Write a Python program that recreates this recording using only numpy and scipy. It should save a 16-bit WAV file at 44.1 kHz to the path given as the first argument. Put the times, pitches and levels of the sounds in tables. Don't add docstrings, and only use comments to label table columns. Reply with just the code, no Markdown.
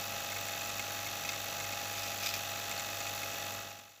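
import sys
import numpy as np
from scipy import signal
from scipy.fft import rfft, irfft, next_fast_len
from scipy.io import wavfile
from scipy.ndimage import uniform_filter1d

SR = 44100
rng = np.random.default_rng(int(sys.argv[2]) if len(sys.argv) > 2 else 0)


def wav_out(sig):
    wavfile.write(sys.argv[1], SR, np.round(np.clip(np.atleast_2d(sig).T, -1, 1) * 32767).astype(np.int16))


N = 176400

MOTOR_HZ, MAINS_HZ = 48.448, 50
GEARING, VANES, START_TURN = 2, 3, .04
PUMP_HZ = MOTOR_HZ / GEARING

# (f/Hz, level/dB)
FAN_EQ = [(25, -102), (65, -86.5), (120, -78.5), (400, -85.5), (600, -84), (1000, -87.5), (1400, -85),
          (3000, -87), (7600, -89), (8300, -98), (9900, -102), (11100, -87.5), (12300, -94), (15300, -89)]

# (t/s, level/dB)
SLIDE_ENVELOPE = [(1.85, -39), (1.97, -17), (2.1, -16.5), (2.17, -26), (2.25, -13), (2.3, -11.5),
                  (2.33, -24), (2.37, -15), (2.43, -43.5)]
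# (t/s, level/dB)
CLATTER_HITS = [(2.032, -6), (2.117, -10), (2.209, -9), (2.232, -4), (2.241, -8), (2.26, 1.5),
                (2.268, -3.5), (2.2885, -1.5), (2.301, -9), (2.3385, 1.5), (2.361, -8)]
# (f/Hz, level/dB)
OBJECT_EQ = [(500, -97), (1800, -77), (2250, -67), (2480, -59), (2800, -71), (3700, -66), (4300, -70),
             (5000, -66), (6000, -67), (7500, -75), (9800, -88.5), (11300, -85), (12100, -72.5),
             (13500, -77), (15300, -78)]
# (f/Hz, level/dB, t60/s)
OBJECT_MODES = [(2440, -39.5, 0.061), (4940, -34.5, 0.045)]
# (t/s, level/dB)
TICK_HITS = [(2.7768, 0)]
# (f/Hz, level/dB, t60/s)
TICK_MODES = [(4400, -31, 0.031)]

HUM_ORDERS = [2, 4, 6, 10, 12, 14, 16, 17, 24, 28]
HUM_DB = [-54, -63, -62.5, -63.5, -69.5, -59.5, -57, -65, -67.5, -71]
WHINE_ORDERS = [1, 5, 12, 14, 15, 26, 27, 28, 40, 53, 54, 58, 60, 72]
WHINE_DB = [-68, -66.5, -64.5, -52.5, -64.5, -67, -54, -57.5, -59.5, -56.5, -55.5, -61.5, -61.5, -65.5]
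SLOT_ORDERS = [(15, -2), (15, 2), (15, 4), (15, 6), (15, 8), (15, 10), (15, 12), (14, 2), (28, -14),
               (28, -16), (30, 2), (30, 10), (60, -2)]
SLOT_DB = [-64.5, -50, -68.5, -68, -61.5, -57, -65, -63, -61.5, -59.5, -65, -58.5, -61]

# (f/Hz, level/dB)
RATTLE_EQ = [(30, -100), (200, -95), (420, -84.5), (560, -80.5), (800, -83.5), (1000, -87.5), (1300, -81.5),
             (1700, -78.5), (2000, -86), (2800, -83), (5000, -86), (7600, -86.5), (8300, -99),
             (10000, -104), (15000, -104)]
# (f/Hz, width/Hz, boost/dB)
CASING_PEAKS = [(2170, 150, 4), (2544, 240, 5.5), (3325, 68, 3), (3657, 360, 8), (4316, 250, 5.5),
                (5885, 570, 8), (6750, 150, 7)]
LOAD_ANGLES = [0, .08, .25, .32, .42, .6, .74, .8, .92]
LOAD_DB = [3.5, 4, -6, -0.5, 3.5, 2, -8, 2.5, -1.5]

# (f/Hz, level/dB)
SPIT_EQ = [(500, -100), (3000, -104.5), (7500, -76.5), (8400, -83.5), (9900, -88), (11100, -71.5),
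           (12200, -79), (13000, -71.5), (13800, -72.5), (14400, -69.5), (15300, -71)]
# (t/s, level/dB)
SPIT_AIM = [(3.2, -2.5), (3.52, -1.5), (3.58, -4), (4, -1)]

# (f/Hz, level/dB)
PING_EQ = [(2000, -100), (5500, -91), (6700, -69.5), (7300, -75.5), (7750, -68), (8200, -104),
           (15000, -105)]
# (t/s, crack level/dB, lower ring level/dB, upper ring level/dB)
OIL_KNOCKS = [(0.3202, 0, 0, -13), (.362, -1, -2, -1), (0.485, -1, -4, -9), (.527, -4, -7, -12),
              (.61, 1.5, -7, 2), (.693, 2.5, -9, -3), (0.794, 3, 2.5, 3), (1.0635, -2.5, 0.5, -2),
              (1.249, 0.5, -5, 2), (1.332, -4, -5, -13), (1.601, 2, -2, -3), (1.642, -2, -2, -7),
              (1.724, -1, -2, 1), (2.713, 2.5, -1, 1), (2.796, 1.5, -3, -8.5), (3.003, 2, -4, -3),
              (3.066, -1, -9, 1), (3.232, 0, -1, 0), (3.707, -3, -10, -3), (3.789, 4, -8, -5)]
# (f/Hz, level/dB)
CRACK_EQ = [(500, -80), (1700, -78), (2200, -80), (3000, -80), (3700, -74), (5000, -80), (6800, -72),
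            (7600, -66.5), (8300, -85.5), (15000, -100)]
# (f/Hz, level/dB, t60/s)
BODY_MODES = [(2165, -32.5, 0.039), (2520, -32.3, 0.04)]
# (t/s, level/dB)
SLAM_HITS = [(1.2897, 0.5)]
# (f/Hz, level/dB)
SLAM_EQ = [(400, -97), (1600, -81), (2300, -76), (3100, -78), (3650, -62), (4400, -69), (5900, -65),
           (7500, -74), (8600, -89), (15000, -88)]
# (f/Hz, level/dB, t60/s)
SLAM_MODES = [(2140, -30, .042), (2540, -27, 0.038), (3500, -41, 0.036), (4800, -34.5, 0.048),
              (5420, -45, 0.07)]

# (t/s, level/dB)
TREBLE_DIP = [(2.9, -0.13), (3.3, -0.3), (3.6, -2.1), (4, 0)]
# (t/s, level/dB)
FADE_OUT = [(3.5, -1), (3.6, -2.5), (3.7, -7), (3.85, -15.5), (4, -21)]


def undb(db):
    return 10 ** (np.asarray(db) / 20)


def noise():
    return rng.standard_normal(N)


def fader(points):
    return undb(np.interp(np.arange(N) / SR, *np.array(points).T))


def drift(rate_hz):
    hold = int(SR / rate_hz)
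    steps = np.repeat(rng.standard_normal(400), hold)[:N]
    return 1.22 * uniform_filter1d(uniform_filter1d(steps, hold), hold)


def equalise(x, curve, peaks=()):
    size = next_fast_len(N + 8192, real=True) // 2 * 2
    f = np.maximum(np.fft.rfftfreq(size, 1 / SR), 1)
    hz, db = np.array(curve).T
    db = np.interp(np.log(f), np.log(hz), db)
    db += sum(boost / (1 + (2 * (f - centre) / width) ** 2) for centre, width, boost in peaks)
    cepstrum = irfft(np.log(undb(db)))
    cepstrum[1:size // 2] *= 2
    cepstrum[size // 2 + 1:] = 0
    return irfft(rfft(x, size) * np.exp(rfft(cepstrum)))[:N] * np.sqrt(SR / 2)


def impulses(at, db):
    return np.bincount(np.clip(at * SR, 0, N).astype(int), undb(db), N + 1)[:N]


def bursts(hits, decay_s, attack_s):
    fall, rise = np.exp(-1 / (SR * decay_s)), np.exp(-1 / (SR * attack_s))
    tails = signal.lfilter([1], [1, -fall], impulses(*np.array(hits).T))
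    return noise() * signal.lfilter([1 - rise], [1, -rise], tails)


def ring(hits, modes, attack_s, detune=0.0026):
    t, out = np.arange(N) / SR, np.zeros(N)
    hz, mode_db, t60 = np.array(modes).T[:, :, None]
    for at, *db in hits:
        phase, shift = rng.random((2, len(hz), 1))
        near = (t >= at) & (t < at + t60.max())
        age = t[near] - at
        pitch = hz * (1 + detune * (2 * shift - 1))
        envelope = undb(np.array(db)[:, None] + mode_db) * np.exp(-np.log(1000) * age / t60)
        partials = envelope * np.sin(2 * np.pi * (pitch * age + phase))
        out[near] += partials.sum(0) * (1 - np.exp(-age / attack_s))
    return out


def workshop(x, decay_s, wet_db):
    age = np.arange(SR // 10) / SR
    spray = rng.standard_normal(len(age)) * np.exp(-age / decay_s)
    wet = signal.fftconvolve(x, spray / np.linalg.norm(spray))[:N]
    return (x + undb(wet_db) * wet) / np.hypot(1, undb(wet_db))


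def fan():
    return workshop(equalise(noise(), FAN_EQ), decay_s=0.052, wet_db=-3.5)


def small_object():
    slide = noise() * fader(SLIDE_ENVELOPE) * undb(2 * drift(60))
    contacts = equalise(slide + bursts(CLATTER_HITS, decay_s=0.0064, attack_s=0.00025), OBJECT_EQ)
    ringing = ring(CLATTER_HITS, OBJECT_MODES, attack_s=.0006)
    return contacts + ringing + ring(TICK_HITS, TICK_MODES, attack_s=.0006)


def motor(t, turns):
    def tone(cycles, db):
        return np.sqrt(2) * undb(db + 0.6 * drift(9)) * np.sin(2 * np.pi * (cycles + rng.random()))

    hum = sum(tone(k * MAINS_HZ * t, db) for k, db in zip(HUM_ORDERS, HUM_DB))
    whine = sum(tone(k * turns, db) for k, db in zip(WHINE_ORDERS, WHINE_DB))
    slots = sum(tone(k * turns + m * MAINS_HZ * t, db) for (k, m), db in zip(SLOT_ORDERS, SLOT_DB))
    chug = undb(0.86 * drift(PUMP_HZ))
    return hum + (whine + slots) * chug


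def roughness(turns, shaft_hz):
    count = int(SR / shaft_hz / 2)
    surface = irfft(np.exp(2j * np.pi * rng.random(count)), 8 * count)
    return np.interp(turns, np.arange(len(surface)) / len(surface), surface / surface.std(), period=1)


def rattle(turns):
    pump_turns = turns / GEARING + START_TURN
    grit = 0.62 * roughness(turns, MOTOR_HZ) + 0.49 * roughness(pump_turns, PUMP_HZ) + 0.69 * noise()
    load = undb(np.interp(pump_turns, LOAD_ANGLES, LOAD_DB, period=1))
    return equalise(grit * load, RATTLE_EQ, CASING_PEAKS)


def strokes(per_turn, offset_turns, scatter_db):
    count = int(N / SR * PUMP_HZ * per_turn) + 1
    at = (np.arange(count) / per_turn + offset_turns - START_TURN) / PUMP_HZ
    return np.column_stack([at, scatter_db * rng.standard_normal(count)])


def snaps(hits, spread_s=.0017, jitter_s=0.00015):
    at, db = hits.T
    clicks = impulses(at + jitter_s * rng.standard_normal(len(at)), db)
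    f = np.fft.rfftfreq(N, 1 / SR)
    paths = rng.random(60)
    delay = spread_s * np.interp(f, np.linspace(0, SR / 2, len(paths)), paths)
    return irfft(rfft(clicks) * np.exp(-2j * np.pi * np.cumsum(delay) * SR / N), N)


def vanes(lead_s=0.0011, snap_db=14):
    passes = strokes(VANES, offset_turns=0, scatter_db=0.6) - [lead_s, 0]
    spit = 1.13 * bursts(passes, decay_s=0.0011, attack_s=.0003) + undb(snap_db) * snaps(passes)
    return workshop(equalise(spit * fader(SPIT_AIM), SPIT_EQ), decay_s=0.004, wet_db=-5.0)


def valve():
    beats = strokes(1, offset_turns=.775, scatter_db=2)
    pings = equalise(bursts(beats, decay_s=0.0019, attack_s=0.00021), PING_EQ)
    knocks = np.array(OIL_KNOCKS)
    cracks = equalise(bursts(knocks[:, :2], decay_s=0.0041, attack_s=0.00017), CRACK_EQ)
    body = ring(knocks[:, [0, 2, 3]], BODY_MODES, attack_s=0.0008)
    slam = equalise(bursts(SLAM_HITS, decay_s=0.0047, attack_s=0.00022), SLAM_EQ)
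    slam += ring(SLAM_HITS, SLAM_MODES, attack_s=0.00074)
    return workshop(pings + cracks, decay_s=0.019, wet_db=-26.0) + body + slam


def scene():
    t = np.arange(N) / SR
    turns = MOTOR_HZ * t + 0.002 * (drift(12) + 4 * drift(1.502))
    bed = fan() + motor(t, turns)
    coupling_play = 0.00077 * drift(4.93)
    pump = rattle(turns + coupling_play) + vanes() + valve()
    return (bed + pump + small_object())[None]


def record(dry, shelf_hz=1500, high_cut_hz=15380):
    low = signal.lfilter(*signal.butter(1, shelf_hz, fs=SR), dry)
    faded = (low + (dry - low) * fader(TREBLE_DIP)) * fader(FADE_OUT)
    return signal.sosfilt(signal.ellip(10, .2, 80, high_cut_hz, fs=SR, output="sos"), faded)


dry = scene()
out = record(dry)
wav_out(out)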